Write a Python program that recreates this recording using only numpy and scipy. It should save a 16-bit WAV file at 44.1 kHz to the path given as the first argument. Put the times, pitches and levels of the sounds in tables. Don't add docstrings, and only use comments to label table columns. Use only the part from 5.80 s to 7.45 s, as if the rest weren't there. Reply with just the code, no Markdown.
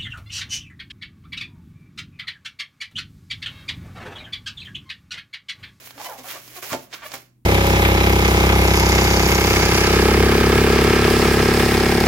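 import sys
import numpy as np
from scipy import signal
from scipy.fft import rfft, irfft
from scipy.io import wavfile

SR = 44100
rng = np.random.default_rng(int(sys.argv[2]) if len(sys.argv) > 2 else 0)


def wrap_up_sound(samples):
    columns = np.atleast_2d(samples).T
    tamed = np.clip(columns, -1, 1)
    steps = np.round(tamed * 32767).astype(np.int16)
    wavfile.write(sys.argv[1], SR, steps)


N = 72765
TIME = np.arange(N) / SR


def from_db(db):
    return 10 ** (np.asarray(db) / 20)


def rms_one(x):
    return x / np.sqrt(np.mean(x ** 2) + 1e-20)


def at_hz(points, size):
    hz, value = np.transpose(points)
    bins_hz = np.fft.rfftfreq(size, 1 / SR)
    return np.interp(np.log(bins_hz + 1), np.log(hz), value)


def colour(x, points):
    length = x.shape[-1]
    size = length + 2048
    spectrum = rfft(x, size) * from_db(at_hz(points, size))
    return irfft(spectrum, size)[..., :length]


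def stereo(pair):
    # frequency in Hz, likeness (0 unrelated, 1 the same).
    likeness = [(30, .6), (100, .9), (300, .8), (700, .3), (2000, .05), (5500, .15), (9000, .7),
                (15000, .7)]
    size = pair.shape[-1]
    alike = np.clip(at_hz(likeness, size), -.99, .99)
    shares = np.sqrt([(1 + alike) / 2, (1 - alike) / 2])
    mid, side = irfft(rfft(pair) * shares, size)
    return np.array([mid + side, mid - side])


def contact(clicks, low_hz, high_hz):
    top = signal.butter(3, np.clip(high_hz, 20, SR / 2 - 2000), fs=SR, output="sos")
    bottom = signal.butter(2, low_hz, "high", fs=SR, output="sos")
    return signal.sosfilt(np.vstack([top, bottom]), clicks + 1e-18)


def add(out, s, sound):
    i = max(int(s * SR), 0)
    out[i:i + len(sound)] += sound[:max(N - i, 0)]


def slips(per_s, spread_db, spectrum):
    uneven = np.minimum(rng.exponential(1, (2, N)), 4)
    sizes = from_db(spread_db * uneven) * rng.choice([-1, 1], (2, N))
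    happens = rng.random((2, N)) < per_s / SR
    return rms_one(colour(stereo(sizes * happens), spectrum))


def rubbing():
    # time in seconds, level in dB before fine_db.
    fine_level = [(0.0, -51), (0.024, -53.5), (0.062, -42.5), (0.1, -49.5), (0.108, -46), (0.128, -57),
                  (0.158, -56.5), (0.258, -37.5), (0.274, -42.5), (0.35, -47), (0.37, -54.5), (0.388, -47),
                  (0.422, -54.5), (0.446, -43.5), (0.512, -36), (0.572, -47.5), (0.746, -47.5),
                  (0.768, -38.5), (0.818, -49.5), (0.826, -39.5), (0.93, -35.5), (0.99, -52), (1.032, -49),
                  (1.098, -69), (1.148, -44.5), (1.214, -63.5), (1.266, -40), (1.306, -57), (1.32, -45),
                  (1.328, -47), (1.34, -39), (1.352, -38.5), (1.37, -49.5), (1.5, -63.5)]
    # time in seconds, level in dB before coarse_db.
    coarse_level = [(0,-49.5),(.08,-54.5),(.12,-60),(.17,-55.5),(.2,-42),(.26,-42.5),(.32,-58),(.37,-56),(.39,-42),(.425,-54.5),(.5,-43),(.56,-40),(.62,-55.5),(.73,-52.5),(.775,-42),(.812,-67),(.83,-36),(.89,-46),(.93,-29),(.975,-49),(1.09,-70),(1.14,-38.5),(1.18,-55.5),(1.26,-50.5),(1.3,-48),(1.337,-44.5),(1.342,-38.5),(1.38,-47),(1.5,-94)]
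    # frequency in Hz, strength in dB per Hz.
    fine_colour = [(200, -21.5), (1000, -3), (2300, 5), (4500, -1), (7000, -0.5), (8300, -5.5), (10000, 1),
                   (13000, 2.5), (16000, 3)]
    coarse_colour = [(80, -20), (170, -19), (280, -5.5), (600, 3.5), (1000, -3), (1500, -0.5), (2300, 1.5),
                     (3200, -4), (7000, -5), (15000, -36.5)]
    rumble_colour = [(40, -25.5), (80, -10), (115, 6.5), (170, -3), (260, 2), (400, 4), (900, -29)]
    fine_db, fine_per_s, fine_spread_db = 3, 9000, 5
    coarse_db, coarse_per_s, coarse_spread_db = 1.5, 1800, 1
    rumble_db, rumble_follows = -37, 0.46

    fine_curve_db = np.interp(TIME, *np.transpose(fine_level))
    coarse_curve_db = np.interp(TIME, *np.transpose(coarse_level))
    fine = from_db(fine_curve_db + fine_db) * slips(fine_per_s, fine_spread_db, fine_colour)
    coarse = from_db(coarse_curve_db + coarse_db) * slips(coarse_per_s, coarse_spread_db, coarse_colour)
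    rumble_gain = from_db(rumble_follows * coarse_curve_db + rumble_db)
    rumble = rumble_gain * slips(coarse_per_s, coarse_spread_db, rumble_colour)
    let_go = np.interp(TIME, [1.42, 1.52], [1, 0])
    return (fine + coarse + rumble) * let_go


def squeaks():
    # start in seconds, length in seconds, first rate in Hz,
    # last rate in Hz, level in dB before the final mix, swell from start to end in dB, low edge in Hz,
    # high edge in Hz, unevenness of the time between slips (0 is regular).
    spells = [ (0.073, 0.095, 1604, 1552, -58.5, 2, 1300, 1980, 0.1),
              (0.156, 0.04, 231, 299, -49.5, 10, 219, 494, 0.13),
              (0.179, 0.011, 426, 376, -43, -6, 400, 1490, 0),
              (0.1984, 0.018, 783, 846, -35, 4, 590, 970, 0.16),
              (0.219, 0.046, 830, 880, -50, 0, 560, 1070, 0.2),
              (0.249, 0.024, 1018, 1004, -35.5, 2, 736, 3100, 0),
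              (0.252, 0.075, 763, 518.4, -43, -4, 400, 900, 0.2),
              (0.274, 0.0703, 1013, 757.6, -42.5, 17, 600, 1050, .07),
              (0.29, 0.042, 525, 392, -40, 3, 850, 1210, 0),
              (0.335, 0.041, 786, 758, -48, 7, 440, 850, .24),
              (0.385, 0.045, 267.5, 261, -46, -6, 222, 850, .08),
              (0.442, 0.043, 744, 509, -44, -2, 458, 1310, 0.2),
              (0.483, 0.042, 424, 525, -38, 0.5, 1460, 3130, 0.1),
              (0.539, 0.042, 506, 652, -42.5, -1.5, 546, 1524, 0.23),
              (0.674, 0.094, 270.6, 370, -62.5, -9, 250, 400, 0.11),
              (0.76, 0.034, 376, 354, -44, 5, 300, 1200, 0.02),
              (0.8262, 0.023, 599, 363, -39.5, -12.5, 885, 2500, 0),
              (0.835, 0.046, 416, 476, -49.5, 1.5, 420, 700, 0.11),
              (0.895, 0.027, 1360, 1197, -35.5, 11.5, 1000, 1677, 0.16),
              (0.93, 0.0096, 1600, 1386, -31, -9, 1148, 2000, 0.2),
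              (0.932, 0.031, 706.4, 493, -29, -11, 330, 900, .35),
              (1.1165, 0.0049, 324, 310, -49.5, 2, 690, 3500, .02),
              (1.1284, 0.023, 319.7, 621, -34, -3, 1350, 3520, 0),
              (1.150, 0.077, 1427, 1490, -47.5, -8, 1390, 2280, 0.21),
              (1.2212, 0.028, 251.8, 344, -37, 2, 1328, 2160, 0.17),
              (1.238, 0.032, 622, 583, -44.5, 24, 401.5, 696, .08),
              (1.2536, 0.013, 578, 565, -35.5, 16, 603, 3400, 0),
              (1.338, 0.018, 229, 348, -35, -4.5, 698, 2000, .1)]
    slip_spread_db = 1.5
    release_share = 0.11
    out = np.zeros(N)
    chances = rng.standard_normal((len(spells), 200, 2))
    for spell, chance in zip(spells, chances):
        s, length, first_hz, last_hz, db, swell_db, low_hz, high_hz, jitter = spell
        clicks = np.zeros(int(length * SR) + SR // 100)
        t = 0
        for period_luck, strength in chance:
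            if t >= length:
                break
            release = min(1, (length - t) / (release_share * length))
            click_db = swell_db * t / length + slip_spread_db * strength
            clicks[int(t * SR)] += release * from_db(click_db)
            rate_hz = first_hz + (last_hz - first_hz) * t / length
            t += np.exp(jitter * period_luck) / rate_hz
        train = contact(clicks, low_hz, high_hz)
        strength_of_train = np.sqrt(np.sum(train ** 2) / (length * SR))
        add(out, s, from_db(db) * train / strength_of_train)
    return out


def snaps():
    # start in seconds, peak in dB before the final mix, upper edge in Hz (higher is brighter).
    snap_list = [(0.042, -33, 5900), (0.073, -25, 3500), (0.1078, -22.5, 4580), (0.1805, -25, 4100),
                 (0.2001, -24, 3000), (0.216, -21.5, 6140), (0.2458, -17, 7200), (0.679, -24.5, 6700),
                 (0.8247, -39, 5000), (0.931, -11, 3870), (0.947, -16.5, 5950), (1.2209, -33, 3040),
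                 (1.318, -16.5, 5970), (1.3209, -21.5, 6000), (1.3404, -17.5, 8130), (1.3401, -27, 7000),
                 (1.3547, -21, 7200)]
    low_hz = 505
    out = np.zeros(N)
    for s, db, high_hz in snap_list:
        spike = contact(signal.unit_impulse(2048), low_hz, high_hz)
        add(out, s, from_db(db) * spike / np.abs(spike).max())
    return out


def knocks():
    # start in seconds, level in dB before doubling and filtering, pitch of the thud in Hz.
    knock_list = [(0.383, -49, 248), (0.920, -22, 140), (0.9305, -21, 700), (0.9352, -15.5, 290),
                  (0.9395, -18.5, 620), (0.947, -13.5, 330), (1.339, -34.5, 190)]
    t60_cycles, rise_s = 2.75, 0.00042
    out = np.zeros(N)
    t = TIME[:SR // 2]
    for s, db, thud_hz in knock_list:
        fade = from_db(-60 * t * thud_hz / t60_cycles) * (1 - np.exp(-t / rise_s))
        thud = fade * np.cos(2 * np.pi * thud_hz * t)
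        add(out, s, 2 * from_db(db) * contact(thud, thud_hz / 2, 2 * thud_hz))
    return out


def lobes(x):
    # pitch in Hz, gain at that pitch in dB before ring_db, time to fall by 60 dB in seconds.
    modes = [(94, -1, .2), (129, -9, 0.19), (213, -1.5, 0.13), (260.7, 6.5, 0.31), (300, 3.5, 0.047),
             (369.5, 2.5, 0.18), (489, 4, 0.19), (545, 1, 0.093), (632, 2, .2), (669, -4.5, 0.6),
             (790, 4.5, .17), (892, 1.5, 0.28), (1098, -0.5, .18), (1345, 2.5, .16)]
    ring_db = -2
    out = 0
    for hz, db, t60 in modes:
        r = from_db(-60 / (t60 * SR))
        gain = from_db(db + ring_db) * (1 - r * r) / 2
        feedback = [1, -2 * r * np.cos(2 * np.pi * hz / SR), r * r]
        out = out + gain * signal.lfilter([1, 0, -1], feedback, x + 1e-18)
    return out


def tail(t60, delay_s):
    t = TIME[:SR // 2]
    fade = from_db(-60 * t / t60) * (t >= delay_s)
    reflections = stereo(rng.standard_normal((2, len(t)))) * fade
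    return reflections / np.sqrt(np.sum(fade ** 2))


def skin(pulses):
    t60_s, delay_s, level_db = 0.042, 0.0003, -0.5
    return from_db(level_db) * signal.fftconvolve(pulses, tail(t60_s, delay_s))[:, :N]


def room(balloon):
    # frequency in Hz, gain in dB.
    reflection_colour = [(50, -18), (130, 8.5), (300, 1), (600, -0.5), (2000, -2.5), (7000, -3.5),
                         (15000, -20)]
    t60_s, delay_s, level_db = 0.34, 0.012, -8.5
    response = colour(tail(t60_s, delay_s), reflection_colour)
    return from_db(level_db) * signal.fftconvolve(balloon, response, axes=1)[:, :N]


def background():
    # frequency in Hz, strength in dB per Hz.
    tone_colour = [(25, -23), (60, -0.5), (120, -11), (230, -4), (330, -10.5), (500, -27.5), (1500, -36.5),
                   (5000, -42.5), (15000, -36.5)]
    hum_hz, hum_db, tone_db = 123.5, -60, -62.5
    hum = np.sqrt(2) * from_db(hum_db) * np.sin(2 * np.pi * hum_hz * TIME)
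    noise = stereo(rng.standard_normal((2, N)))
    return hum + from_db(tone_db) * rms_one(colour(noise, tone_colour))


def scene():
    # frequency in Hz, left minus right in dB.
    lean = [(100, 5), (270, -2), (600, 0), (1500, -3), (3300, -3.5), (5500, -10), (9000, -4), (15000, 2)]
    pulses = (squeaks() + snaps() + knocks())[None]
    balloon = from_db(-3.5) * (pulses + skin(pulses)) + rubbing()
    left, right = balloon + lobes(pulses) + room(balloon)
    left = colour(left, [(hz, db / 2) for hz, db in lean])
    right = colour(right, [(hz, -db / 2) for hz, db in lean])
    return np.array([left, right]) + background()


def record(dry):
    cutoff_hz = 15950
    steep = signal.ellip(12, .1, 80, cutoff_hz, fs=SR, output="sos")
    return signal.sosfilt(steep, dry)


dry = scene()
out = record(dry)
wrap_up_sound(out)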